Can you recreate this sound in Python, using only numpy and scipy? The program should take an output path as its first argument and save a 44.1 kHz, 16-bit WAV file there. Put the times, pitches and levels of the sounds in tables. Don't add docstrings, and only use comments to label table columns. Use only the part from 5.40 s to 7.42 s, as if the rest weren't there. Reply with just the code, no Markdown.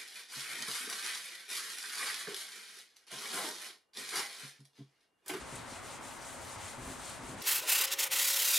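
import sys
import numpy as np
from scipy import signal
from scipy.io import wavfile
from scipy.ndimage import uniform_filter1d

SR = 44100
rng = np.random.default_rng(int(sys.argv[2]) if len(sys.argv) > 2 else 0)


def to_wav(sig):
    pcm = np.clip(np.atleast_2d(sig), -1, 1) * 32767
    pcm = np.round(pcm).astype(np.int16)
    wavfile.write(sys.argv[1], SR, pcm.T)


def gain_from_decibels(decibels):
    exponent = np.asarray(decibels, float) / 20
    return 10 ** exponent


N = 88993

# (frequency [Hz], left minus right [dB])
LEAN = [(60, 1.7), (400, 1.3), (4000, 1.9), (8000, 3.2), (13000, 5.2)]


def rms_one(x):
    return x / np.sqrt(np.mean(x ** 2) + 1e-20)


def at_hz(points, hz):
    points = np.array(points)
    return np.interp(np.log(hz), np.log(points[:, 0]), points[:, 1])


def band_pass(x, low_hz, high_hz):
    return signal.sosfilt(signal.butter(2, [low_hz, high_hz], "band", fs=SR, output="sos"), x)


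def drift(rate_hz):
    stride = 40
    r = np.exp(-2 * np.pi * rate_hz * stride / SR)
    chance = rng.standard_normal(N // stride + 2002)
    slow = rms_one(signal.lfilter([1], [1, -2 * r, r * r], chance)[2000:])
    return np.interp(np.arange(N) / stride, np.arange(len(slow)), slow)


def ring(clicks, hz, t60):
    r, w = gain_from_decibels(-60 / (t60 * SR)), 2 * np.pi * hz / SR
    return signal.lfilter([0, np.sin(w)], [1, -2 * r * np.cos(w), r * r], clicks + 1e-18)


def spread(mid, side, alike, lean_db):
    alike = np.clip(alike, 0, 1)
    sign = np.array([[1.], [-1.]])
    pair = np.sqrt(1 + alike) * mid + np.sqrt(1 - alike) * side * sign
    return pair * gain_from_decibels(sign * lean_db / 2)


def coloured(white, spectrum, likeness, patchy_db, low_hz, tilt_db=0):
    out, lead = 0, 9000
    edges = low_hz * 2 ** np.arange(0, np.log2(20500 / low_hz), .5)
    for k, (low, high) in enumerate(zip(edges, edges[1:])):
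        source = np.tile(white[k % 2], 2)[:, N - lead:]
        mid, side = band_pass(source, low, high)[:, lead:]
        hz = np.sqrt(low * high)
        gain = gain_from_decibels(at_hz(spectrum, hz) + patchy_db * drift(10.5) + tilt_db * np.log2(hz / 7000))
        out = out + gain * spread(mid, side, at_hz(likeness, hz), at_hz(LEAN, hz))
    return rms_one(out)


def hand_push():
    # (start [s], level [dB], moment of top speed [0-1], brightness [dB per octave],
    # speed left at the turn [0-1])
    strokes = [(-.1, -54, 0.74, -2.5, .2), (.045, -52, 0.48, -0.5, 0.3), (.24, -51.5, .5, 0, 0.28),
               (.41, -50.5, 0.3, 0.5, 0.2), (0.594, -49, 0.42, 2, 0.04), (.78, -50.5, 0.38, 2, 0.32),
               (.965, -49, 0.79, 1.5, 0.32), (1.164, -49, 0.28, 0.5, 0.11), (1.37, -49.5, .65, 2, 0.16),
               (1.567, -49, 0.45, 1, 0.35), (1.79, -51, 0.78, 1, 0.22), (1.952, -47, 0.8, -0.5, 0.04)]
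    last_turn_s, speed_power, drag_s, pressure_wobble_db = 2.15, 0.74, 0.009, .3
    start, db, top, bright, slow = np.transpose(strokes)
    end, t = np.append(start[1:], last_turn_s), np.arange(N) / SR
    k = np.searchsorted(start, t, side="right") - 1
    u = (t - start[k]) / (end - start)[k]
    top = np.clip(top[k], .1, .9)
    speed = np.sin(np.pi / 2 * np.where(u < top, u / top, (1 - u) / (1 - top)))
    slow = np.clip(np.where(u < top, slow[k], np.append(slow[1:], 0)[k]), 0, .9)
    speed = slow + (1 - slow) * speed
    push = gain_from_decibels(db[k] + pressure_wobble_db * drift(6.7)) * speed ** speed_power
    lag = np.exp(-1 / (drag_s * SR))
    push = signal.lfilter([1 - lag], [1, -lag], push, zi=[lag * push[0]])[0]
    return push, uniform_filter1d(bright[k], size=1500)


def felt():
    # (frequency [Hz], density [dB per Hz])
    felt_spectrum = [(900, -3.5), (2200, -4.5), (3500, -2.5), (5300, -6.5), (7000, -0.5), (9200, -12.5),
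                     (11500, -14.5), (15500, -14)]
    # (frequency [Hz], left-right likeness [0-1])
    felt_likeness = [(1000, .8), (5200, .97), (7500, .55), (14000, .45)]
    grains_per_s, grain_spread_db, grain_share = 5000, 2.5, 0.31
    push, tilt = hand_push()
    shape = (2, 2, N)
    sizes = gain_from_decibels(grain_spread_db * np.minimum(rng.exponential(1, shape), 5))
    sizes = sizes * rng.choice([-1, 1], shape)
    grains = rms_one(sizes * (rng.random(shape) < grains_per_s / SR))
    white = grain_share * grains + (1 - grain_share) * rng.standard_normal(shape)
    return push * coloured(white, felt_spectrum, felt_likeness, patchy_db=1.5, low_hz=776, tilt_db=tilt)


def panel():
    # (time [s], boom frequency [Hz], boom level [dB], frame level [dB])
    thuds = [(.015, 62, -50, -52), (.125, 120, -50, -49), (.145, 60, -52, -55), (.185, 118, -52, -62),
             (.32, 70, -54, -52), (.59, 60, -58, -55), (.655, 100, -56, -58), (.985, 95, -53, -62),
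             (1.03, 88, -47, -60), (1.16, 100, -47, -58), (1.23, 95, -46, -62), (1.38, 125, -46, -46),
             (1.405, 52, -46, -54), (1.43, 160, -52, -49), (1.455, 60, -46, -54), (1.475, 140, -50, -54),
             (1.495, 100, -56, -47), (1.585, 60, -53, -60), (1.79, 115, -51, -54), (1.83, 50, -50, -49),
             (1.88, 135, -46, -48), (1.915, 120, -54, -46), (1.945, 115, -49, -52), (1.985, 110, -51, -58)]
    # (frequency [Hz], level [dB], decay T60 [s])
    modes = [(159, -7.5, 0.086), (192, -21, 0.36), (256.4, -3, 0.22), (271.5, -8, 0.12),
             (314.5, -8.5, 0.12), (375, -5, 0.084), (533, -9, 0.13)]
    thud_gain_db, thud_spread_db, thud_soft_hz = 4.5, 0.5, 417
    boom_gain_db, boom_t60_s, boom_rise_s = 12, .12, .011
    rumble_db, rumble_t60_s = -5, 0.28
    rows, out, t = np.array(thuds), np.zeros(N), np.arange(N) / SR
    chance = rng.standard_normal((len(rows), len(modes), 2))
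    for j, (hz, db, t60) in enumerate(modes):
        sign = np.sign(chance[:, j, 0])
        level = rows[:, 3] + db + thud_gain_db + thud_spread_db * chance[:, j, 1]
        pushes = np.zeros(N)
        pushes[(rows[:, 0] * SR).astype(int)] = sign * gain_from_decibels(level)
        out += ring(pushes, hz, t60)
    out = signal.sosfilt(signal.butter(2, thud_soft_hz, fs=SR, output="sos"), out)
    rumble = rms_one(band_pass(rng.standard_normal(N), 60, 407))
    for s, hz, db, frame_db in rows:
        age = np.maximum(t - s, 0)
        rise = 1 - np.exp(-age / boom_rise_s)
        out += gain_from_decibels(frame_db + rumble_db - 60 * age / rumble_t60_s) * rise * rumble
        boom = np.sin(2 * np.pi * hz * age)
        out += gain_from_decibels(db + boom_gain_db - 60 * age / boom_t60_s) * rise ** 2 * boom
    return out


def ticks():
    # (time [s], peak level [dB], ring frequency [Hz])
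    slips = [
        (.1553, -37, 8600),
        (.1554, -38, 12800),
        (.1584, -35, 7200),
        (.1612, -39, 8500),
        (.1627, -40, 8000),
        (1.6965, -39, 12000),
        (1.6998, -38, 8000),
        (1.7035, -40, 7500),
    ]
    ring_t60_s, tail_db, tail_s = .0018, -22, .03
    out, t = np.zeros(N), np.arange(N) / SR
    hiss = rms_one(band_pass(rng.standard_normal(N), 6000, 10500))
    for s, db, hz in slips:
        click = np.zeros(N)
        click[int(s * SR)] = gain_from_decibels(db)
        tail = (t > s) * gain_from_decibels(db + tail_db - 60 * np.abs(t - s) / tail_s)
        out += ring(click, hz, ring_t60_s) + hiss * tail
    return band_pass(out, 5500, 13500)


def room(x):
    t60_s, wall_cut_hz = 0.53, 3300
    out, dull = np.zeros((2, N)), np.exp(-2 * np.pi * wall_cut_hz / SR)
    for k, lag in enumerate((rng.uniform(.012, .035, 12) * SR).astype(int)):
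        loop, gain, state = x.copy(), gain_from_decibels(-60 * lag / SR / t60_s), [0.]
        for i in range(lag, N, lag):
            back, state = signal.lfilter([gain * (1 - dull)], [1, -dull], loop[i - lag:i], zi=state)
            loop[i:i + lag] += back[:N - i]
        out[k % 2] += (loop - x) * (-1) ** (k // 2)
    return out


def air():
    # (frequency [Hz], density [dB per Hz])
    air_spectrum = [(25, -11), (70, -2), (190, -3), (450, -3.5), (900, 1), (2100, -7.5), (3000, -13.5),
                    (6000, -21.5), (15500, -38)]
    # (frequency [Hz], left-right likeness [0-1])
    air_likeness = [(30, 1), (70, 0.69), (150, 0.15), (350, 0.15), (1200, 0.93), (4000, 0.53), (12000, 1)]
    # (frequency [Hz], width [Hz], level [dB])
    duct = [(122.6, 15, -68), (255.3, 44, -65.5), (347, 8.3, -72.5), (548, 48, -64.5), (671, 36, -69),
            (910, 64, -65), (1100, 6.7, -71.5), (1300, 240, -65.5), (2024, 350, -66.5)]
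    air_db, duct_likeness = -48.5, .6
    white = rng.standard_normal((2, 2, N))
    out = gain_from_decibels(air_db) * coloured(white, air_spectrum, air_likeness, patchy_db=.4, low_hz=18.21)
    for hz, width_hz, db in duct:
        draught = rng.standard_normal((2, N + 9000))
        mid, side = rms_one(ring(draught, hz, 3.7 / width_hz)[:, 9000:])
        out = out + gain_from_decibels(db) * spread(mid, side, duct_likeness, at_hz(LEAN, hz))
    return out


def scene():
    tick_lean_db, thud_lean_db, thud_echo_db, room_db = 4, 1.6, -16, -15
    half = np.array([[.5], [-.5]])
    rub, thud, grit = felt(), panel(), ticks()
    near = rub + grit * gain_from_decibels(half * tick_lean_db) + thud * gain_from_decibels(half * thud_lean_db)
    echo = room(rub.mean(axis=0) + grit + gain_from_decibels(thud_echo_db) * thud)
    return near + gain_from_decibels(room_db) * echo + air()


def top_cut(x):
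    return signal.sosfilt(signal.butter(12, 15710, fs=SR, output="sos"), x)


def record(dry):
    peak_hz, peak_width_hz, peak_db, low_cut_hz, top_hz = 9870, 1980, 3.5, 10, 10900
    r, w = np.exp(-np.pi * peak_width_hz / SR), 2 * np.pi * peak_hz / SR
    zeros = np.array([1, 0, -1]) * (1 - r * r) / 2
    peak = signal.lfilter(zeros, [1, -2 * r * np.cos(w), r * r], dry)
    finished = band_pass(dry + gain_from_decibels(peak_db) * peak, low_cut_hz, top_hz)
    return top_cut(finished)


dry = scene()
out = record(dry)
to_wav(out)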